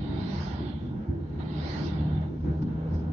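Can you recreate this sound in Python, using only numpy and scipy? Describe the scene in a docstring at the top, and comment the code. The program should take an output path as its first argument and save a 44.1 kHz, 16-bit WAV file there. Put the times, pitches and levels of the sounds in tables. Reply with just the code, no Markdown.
"""A low, uneven drumming fills a moving car, heard at a two-port microphone by the side window: noise rings the
cabin's low modes. The engine hums as sine orders of a slowly rising note, and wind and tyres add a dull hiss.
Two oncoming cars whoosh past as noise filtered by the window glass, brightest when level with it and strongest
on the right port. Near the end a few short swishes flick by, each a puff of noise."""
import sys
import numpy as np
from scipy import signal
from scipy.fft import rfft, irfft
from scipy.io import wavfile
from scipy.ndimage import uniform_filter1d, map_coordinates

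SR = 44100
rng = np.random.default_rng(int(sys.argv[2]) if len(sys.argv) > 2 else 0)


def unload_audio(sound):
    """Save the sound as a 16-bit wav file, at the path given as the first command line argument."""
    columns = np.transpose(np.atleast_2d(sound))
    # keep every value between -1 and 1, then stretch to whole-number steps
    steps = np.round(np.clip(columns, -1, 1) * 32767)
    wavfile.write(sys.argv[1], SR, steps.astype(np.int16))


N = 137592  # samples
TIME_S = np.arange(N) / SR
FREQ_HZ = np.arange(N // 2 + 1) * SR / N + 1e-6
# grid of the short-time spectrum: one column per frame, one row per bin
WINDOW, HOP = 1024, 256  # samples
FRAME_S = np.arange(N // HOP + 2) * HOP / SR
BIN_HZ = np.maximum(np.arange(WINDOW // 2 + 1) * SR / WINDOW, 20)[:, None]
PORT_SIGNS = np.array([[1], [-1]])  # left, right


def undb(db):
    """Decibel law: amplitude ratio of a level difference."""
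    return 10 ** (np.asarray(db) / 20)


def unit(x):
    """Normalisation to a root-mean-square amplitude of 1."""
    return x / np.sqrt(np.mean(x ** 2))


def curve(table, t, col=1):
    """Linear interpolation of one table column over time."""
    points = np.array(table)
    return np.interp(t, points[:, 0], points[:, col])


def colour(table, hz):
    """Spectral interpolation in dB along a logarithmic frequency axis."""
    points = np.array(table)
    return np.interp(np.log(hz), np.log(points[:, 0]), points[:, 1])


def random_level(rate_hz):
    """Smoothed randomness: values held for 1 / rate_hz seconds and slewed twice; spread near 1."""
    hold = int(SR / rate_hz)
    steps = np.repeat(rng.standard_normal(N // hold + 1), hold)
    slewed = uniform_filter1d(uniform_filter1d(steps, hold), hold)
    return 1.3 * slewed[:N]


def flicker(rate_hz, count):
    """Band-wise modulation: independent random levels for count bands, blended between neighbours."""
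    frame_samples = np.minimum((FRAME_S * SR).astype(int), N - 1)
    rows = np.array([random_level(rate_hz)[frame_samples] for _ in range(count)])
    place = np.clip(np.log(BIN_HZ / 300) / np.log(8000 / 300), 0, 1) * (count - 1)  # 300 Hz to 8 kHz
    return map_coordinates(rows, np.broadcast_arrays(place, np.arange(len(FRAME_S))), order=1)


ALIKE_HZ = 670  # below about this both ports hear the same
ALIKE_HIGH = 0.27  # share still common to both ports in the treble
PORT_LAG_S = 0.00031  # the left port hears later


def airy(spectrum, balance, gain_db):
    """Partial coherence: coloured two-port noise at rms 1, then a gain over frequency and time."""
    alike = ALIKE_HIGH + (1 - ALIKE_HIGH) / (1 + (FREQ_HZ / ALIKE_HZ) ** 3)
    mid, side = rfft(rng.standard_normal((2, N)))
    half_balance_db = colour(balance, FREQ_HZ) / 2
    pair = np.sqrt(1 + alike) * mid + np.sqrt(1 - alike) * side * PORT_SIGNS
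    pair = pair * undb([half_balance_db, -half_balance_db])
    pair[0] *= np.exp(-2j * np.pi * FREQ_HZ * PORT_LAG_S)
    noise = unit(irfft(pair * undb(colour(spectrum, FREQ_HZ)), N))
    frames = signal.stft(noise, nperseg=WINDOW, noverlap=WINDOW - HOP, boundary="odd")[2]
    shaped = frames * undb(gain_db)[..., :frames.shape[-1]]
    return signal.istft(shaped, nperseg=WINDOW, noverlap=WINDOW - HOP)[1][:, :N]


DRUM_EVEN_S, DRUM_EVEN = 0.063, 0.67  # averaging time, share of the power swells removed


def even(x):
    """Gain compression: takes part of the slow chance swells out of a rumble."""
    power = uniform_filter1d(np.mean(x ** 2, axis=0), int(DRUM_EVEN_S * SR))
    return unit(x / power ** (DRUM_EVEN / 2))


# cabin resonances, levels relative: frequency_hz, width_hz, level_db
CABIN_MODES = [(51.6, 12, -21), (76.2, 28, -6.5), (86.9, 8.4, -6.5), (120, 58, -7), (147.7, 100, -8.5),
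               (187.6, 24, -6), (214.9, 9, -10.5), (243.8, 20, -10), (296, 52, -8.5), (339.8, 31, -13.5),
               (413, 9.9, -21.5)]
# road drumming: start_s, deep_level_db, higher_level_db
ROAD_LEVELS = [(0.0, -38, -36.5), (0.22, -30, -33), (0.3, -46, -33.5), (0.35, -30, -36.5),
               (0.39, -33, -41.5), (0.67, -35.5, -33.5), (0.76, -35.5, -38), (0.8, -41, -43),
               (0.83, -33, -36), (0.99, -34, -36.5), (1.06, -50, -41), (1.09, -27, -35), (1.12, -28.5, -33),
               (1.19, -41, -40), (1.23, -31.5, -38.5), (1.27, -40, -43.5), (1.41, -36.5, -36.5),
               (1.42, -31.5, -40), (1.49, -41.5, -35.5), (1.71, -35.5, -40.5), (1.78, -37.5, -34.5),
               (1.83, -31.5, -32.5), (1.87, -37.5, -34), (2.06, -31.5, -36.5), (2.12, -33.5, -36),
               (2.15, -27.5, -37), (2.33, -40.5, -38.5), (2.42, -34.5, -43.5), (2.46, -31.5, -31),
               (2.51, -27.5, -34.5), (2.56, -44.5, -40), (2.61, -31, -40.5), (2.64, -31, -32.5),
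               (2.82, -38.5, -45), (2.95, -27.5, -35), (3.01, -38, -34), (3.07, -34.5, -37.5),
               (3.12, -33.5, -40)]
DEEP_BELOW_HZ = 165  # parts the deep modes from the higher ones
DRUM_SWAY_DB, DRUM_FLICKER_DB = 2.5, 3  # all modes together, each mode alone
# difference between the ports: full from DRUM_SIDE_HZ up, above a small floor
DRUM_SIDE_DB, DRUM_SIDE_HZ, DRUM_DEEP_SIDE_DB = -6, 332, -20.5


def drumming():
    """Modal resonance: random road roughness rings each cabin mode on its own, a little apart at the ports."""
    deep, higher = np.zeros((2, 2, N))
    sway_db = DRUM_SWAY_DB * random_level(18)
    for hz, width_hz, level_db in CABIN_MODES:
        resonance = 1 / (1 + ((FREQ_HZ - hz) / (width_hz / 2)) ** 2)
        rung = irfft(rfft(rng.standard_normal((2, N))) * resonance, N)
        mid, side = unit(rung[0]), unit(rung[1])
        side_gain = undb(DRUM_SIDE_DB) * min(hz / DRUM_SIDE_HZ, 1) ** 3.7 + undb(DRUM_DEEP_SIDE_DB)
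        lean = 1 - 0.16 * side_gain * PORT_SIGNS  # slightly to the right
        both_ports = lean * mid + side_gain * side * PORT_SIGNS
        group = higher if hz > DEEP_BELOW_HZ else deep
        group += undb(level_db + sway_db + DRUM_FLICKER_DB * random_level(14)) * both_ports
    deep_gain = undb(curve(ROAD_LEVELS, TIME_S))
    higher_gain = undb(curve(ROAD_LEVELS, TIME_S, col=2))
    return even(deep) * deep_gain + even(higher) * higher_gain


# engine note: start_s, pitch_hz, level_db
ENGINE_NOTE = [(0, 144.6, -38.5), (.4, 145, -46), (.7, 146.4, -38), (1.0, 147.3, -48), (1.3, 148.2, -41),
               (1.55, 150.4, -33.5), (1.75, 150, -41), (2.05, 152.2, -28), (2.3, 154.2, -36.5),
               (2.5, 154.7, -31.5), (2.75, 158, -32.5), (3.12, 157.6, -33.5)]
# engine orders: multiple of the note, level_db relative to it
ENGINE_ORDERS = [(.5, -4.5), (1, -0.5), (1.5, -13.5), (2, -15.5)]


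def engine():
    """Harmonic synthesis: a few orders of the firing note, each wavering in level."""
    pitch_hz = curve(ENGINE_NOTE, TIME_S) * (1 + 0.0021 * random_level(9.7))
    phase = 2 * np.pi * np.cumsum(pitch_hz) / SR
    hum = 0
    for multiple, level_db in ENGINE_ORDERS:
        gain = undb(level_db + 1.9 * random_level(16))
        hum = hum + gain * np.sin(multiple * phase + 2 * np.pi * rng.random())
    return np.sqrt(2) * hum * undb(curve(ENGINE_NOTE, TIME_S, col=2))


# hiss colour, relative density: frequency_hz, density_db per Hz
HISS_COLOUR = [(220, -39), (380, -15.5), (399, -2.5), (534, -5), (626, -12.5), (935, -13.5), (1140, -21),
               (1190, -17.5), (1580, -20.5), (2110, -32), (2220, -30), (6960, -50.5), (9050, -81),
               (15300, -120)]
# hiss port balance: frequency_hz, left_minus_right_db
HISS_BALANCE = [(400, 1.5), (800, -6), (1400, 0), (2300, 1), (3200, -3.5), (4000, -8.5), (5000, -4),
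                (6500, 1.5)]
# hiss swells, before the treble share and trim: start_s, level_db
HISS_SWELLS = [(0.05, -52), (0.12, -49.5), (0.65, -54), (0.73, -49.5), (1.36, -51.5), (1.4, -51),
               (1.71, -45.5), (2.42, -47.5), (2.45, -39), (2.57, -44), (2.83, -45.5), (2.95, -41.5),
               (3.08, -44)]
HISS_TREBLE_SHARE, HISS_STEADY_DB = .5, -44  # treble follows this share of each swell around this level


def hiss():
    """Broadband turbulence: own tyres and wind heard through the body; bands sway broadly and flicker finely."""
    share = HISS_TREBLE_SHARE + (1 - HISS_TREBLE_SHARE) / (1 + (BIN_HZ / 1500) ** 2)
    level_db = HISS_STEADY_DB + share * (curve(HISS_SWELLS, FRAME_S) - HISS_STEADY_DB)
    trim_db = -1.0
    sway_db = 2.0 * flicker(18, count=3)
    fine_db = 1.2 * flicker(17, count=14)
    return airy(HISS_COLOUR, HISS_BALANCE, level_db + trim_db + sway_db + fine_db)


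# short swishes, levels before the split into body and top: peak_s, body_db, top_db, rise_s, fall_s
SWISH_EVENTS = [(2.15, -65.5, -61.5, .006, .011), (2.215, -57.5, -62, .008, .012),
                (2.409, -56, -59, .008, .015), (2.45, -61.5, -64, .015, .018),
                (2.624, -43.5, -53.5, 0.0046, .01), (2.91, -58, -69, .01, .015),
                (2.945, -48.5, -49, 0.014, 0.032), (2.998, -58.5, -54, .015, .035)]
# swish colour, relative density: frequency_hz, density_db per Hz
SWISH_COLOUR = [(530, -28), (900, 0.5), (1260, -14), (1450, -6), (1980, -21.5), (2560, -21), (4270, -24.5),
                (5070, -18.5), (6960, -34.5), (9050, -66.5), (15300, -120)]
# swish port balance: frequency_hz, left_minus_right_db
SWISH_BALANCE = [(1000, -5.5), (2500, -8), (4000, -3), (5000, -4), (6500, -3)]
SWISH_SPLIT_HZ, SWISH_FLICKER_DB = 4600, 2.5


def swishes():
    """Exponential envelopes: puffs of noise, mostly quicker to rise than to fade, each with its own brightness."""
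    body_filter_db = -10 * np.log10(1 + (BIN_HZ / SWISH_SPLIT_HZ) ** 8)
    top_filter_db = -10 * np.log10(1 + (SWISH_SPLIT_HZ / BIN_HZ) ** 8)
    out = 0
    for part, filter_db in ((1, body_filter_db), (2, top_filter_db)):
        envelope = 0
        for event in SWISH_EVENTS:
            peak_s, rise_s, fall_s = event[0], event[3], event[4]
            after_s = TIME_S - peak_s
            decay = np.where(after_s < 0, after_s / rise_s, -after_s / fall_s)
            envelope = envelope + undb(event[part]) * np.exp(decay)
        gain_db = filter_db + SWISH_FLICKER_DB * flicker(30, count=14)
        out = out + envelope * airy(SWISH_COLOUR, SWISH_BALANCE, gain_db)
    return out


# narrow band passed by the glass
BAND_OCT, BAND_LEFT_DB, BAND_RIGHT_DB = 0.059, 2, 9
BAND_RISE_HZ, BAND_STAYS, BAND_WIDENS = 800, .6, 1.9  # climb; share left and extra width when level
BAND_FADE_S, BAND_TURN_S = 0.11, 0.045  # delay of the first band's fade, time of each change
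# treble edge, above which the glass shuts
EDGE_OVER_BAND, EDGE_RISE_HZ, EDGE_LIFT_DB, SHUT_DB_PER_OCT = 1.06, 3000, 1, 49


def glass(at_s, half_s, ahead_hz, behind_hz):
    """Angle-dependent transmission: a band climbs, then drops once behind; the treble edge peaks when level."""
    x = (FRAME_S - at_s) / half_s
    near = 1 / (1 + x ** 2)

    def hump(hz):
        width_oct = BAND_OCT * (1 + BAND_WIDENS * near)
        return np.exp(-(np.log2(BIN_HZ / hz) / width_oct) ** 2 / 2)

    def step(late_s):
        return (1 + np.tanh((FRAME_S - at_s - late_s) / BAND_TURN_S)) / 2

    climb_hz = ahead_hz + BAND_RISE_HZ * np.where(x < 0, near ** 2, 1)
    ahead = hump(climb_hz) * (1 - step(BAND_FADE_S))
    behind = hump(behind_hz) * step(BAND_TURN_S)
    band = np.maximum(ahead, behind) * (1 - (1 - BAND_STAYS) * near ** 2)
    band_hz = ahead_hz + (behind_hz - ahead_hz) * (1 + np.tanh(x)) / 2
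    over_oct = np.log2(BIN_HZ / (EDGE_OVER_BAND * band_hz + EDGE_RISE_HZ * near))
    edge_db = EDGE_LIFT_DB * np.exp(-(over_oct / 0.13) ** 2 / 2) - SHUT_DB_PER_OCT * np.maximum(over_oct, 0)
    return np.array([BAND_LEFT_DB * band, BAND_RIGHT_DB * band]) + edge_db


TREAD_DOPPLER, TREAD_OCT, TREAD_LEAD_S = .12, .18, .04  # pitch shift share, width, lead before level


def tread(at_s, half_s, tread_hz, tread_db):
    """Doppler shift: the tyre tread note drops in pitch as its car passes."""
    y = (FRAME_S - at_s + TREAD_LEAD_S) / half_s
    note_hz = tread_hz * (1 - TREAD_DOPPLER * np.tanh(2 * y))
    return tread_db * np.exp(-(np.log2(BIN_HZ / note_hz) / TREAD_OCT) ** 2 / 2) / (1 + y ** 2)


# oncoming cars' colour through the glass, relative density: frequency_hz, density_db per Hz
CAR_COLOUR = [(210, -34), (350, 4.5), (438, -6), (516, -9), (585, -2), (760, -3), (830, -1), (1010, -5.5),
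              (1400, -11.5), (1670, -12), (2370, -18), (4060, -22), (4660, -22), (6070, -28.5),
              (6960, -38.5), (9050, -68), (15300, -120)]
# oncoming cars' port balance: frequency_hz, left_minus_right_db
CAR_BALANCE = [(350, 0), (800, -4.5), (1400, -9), (2300, -6), (3000, -12), (3900, -10.5), (5000, -9.5),
               (6500, -6)]
# one table per car, before CAR_GAIN_DB: start_s, level_db, extra_middle_db (fading out above MIDDLE_HZ)
CAR_LEVELS = [
    [(0, -56, -4.5), (.15, -55, -2), (.29, -51, -4), (.38, -52.5, -1.5), (.52, -55.5, 0.5), (.62, -56, 0),
     (.72, -55.5, -5), (.78, -61, -8), (.9, -65.5, -10), (.95, -79, 14.5), (1.05, -77.5, 6)],
    [(1.2, -77.5, 4), (1.38, -73.5, 7), (1.4, -61, 5), (1.5, -56, -4), (1.66, -50.5, -5), (1.74, -50, -4),
     (1.81, -54.5, 0), (1.87, -50.5, -7), (1.97, -57.5, 1), (2.12, -61.5, 0), (2.24, -66, 7),
     (2.36, -79.5, -12), (2.42, -78, -4)],
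]
# one row per car: level_with_window_s, half_fall_s (of the edge's rise), ahead_band_hz (before its climb),
# behind_band_hz, tread_pitch_hz (before Doppler shift), tread_peak_db
CAR_PASSINGS = [(0.43, .14, 3740, 3420, 1810, 4), (1.792, 0.12, 3830, 3580, 1862, 6.5)]
CAR_GAIN_DB, CAR_FLICKER_DB, MIDDLE_HZ = 13, 2.5, 2330


def cars():
    """Moving-source filtering: each oncoming car's tyre roar, shaped by the side window and its tread note."""
    out = 0
    for passing, levels in zip(CAR_PASSINGS, CAR_LEVELS):
        at_s, half_s, ahead_hz, behind_hz, tread_hz, tread_db = passing
        outside = (FRAME_S < levels[0][0]) | (FRAME_S > levels[-1][0])
        level_db = curve(levels, FRAME_S) + CAR_GAIN_DB - 120 * outside
        middle_db = curve(levels, FRAME_S, col=2) / (1 + (BIN_HZ / MIDDLE_HZ) ** 4)
        filter_db = glass(at_s, half_s, ahead_hz, behind_hz) + tread(at_s, half_s, tread_hz, tread_db)
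        wobble_db = 0.88 * flicker(10.56, count=2) + CAR_FLICKER_DB * flicker(30.02, count=48)
        out = out + airy(CAR_COLOUR, CAR_BALANCE, level_db + middle_db + filter_db + wobble_db)
    return out


CABIN_T60_S, CABIN_WET_DB = .05, -9  # reverberation time, reflections relative to direct sound


def cabin(x):
    """Reverberation: a quick dense tail of reflections, its own at each port."""
    t = np.arange(SR // 5) / SR
    tail = rng.standard_normal((2, len(t))) * undb(-60 * t / CABIN_T60_S)
    tail = undb(CABIN_WET_DB) * tail / np.sqrt(np.sum(tail ** 2, axis=1, keepdims=True))
    reflections = irfft(rfft(x) * rfft(tail, N), N)
    return (x + reflections) / np.sqrt(1 + undb(2 * CABIN_WET_DB))


def scene():
    """Superposition: rumble and hum add directly; the airy sounds also reflect in the cabin."""
    return drumming() + engine() + cabin(hiss() + swishes() + cars())


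LOW_CUT_HZ, ROLL_HZ, TOP_HZ = 39, 6760, 15700
MIC_NOISE_DB = -87.5  # before the top cut


def record(dry):
    """Band-limited transduction: rolls off deep bass and treble, adds faint noise and cuts the top."""
    lead = 4096  # samples of mirrored sound, so the filters are already running when the scene opens
    x = np.pad(dry, ((0, 0), (lead, 0)), mode="reflect", reflect_type="odd")
    x = signal.sosfilt(signal.butter(10, ROLL_HZ, fs=SR, output="sos"), x)
    x = signal.sosfilt(signal.butter(2, LOW_CUT_HZ, "high", fs=SR, output="sos"), x)
    x = x + undb(MIC_NOISE_DB) * rng.standard_normal(x.shape)
    return signal.sosfilt(signal.ellip(8, .2, 70, TOP_HZ, fs=SR, output="sos"), x)[:, lead:]


dry = scene()
out = record(dry)
unload_audio(out)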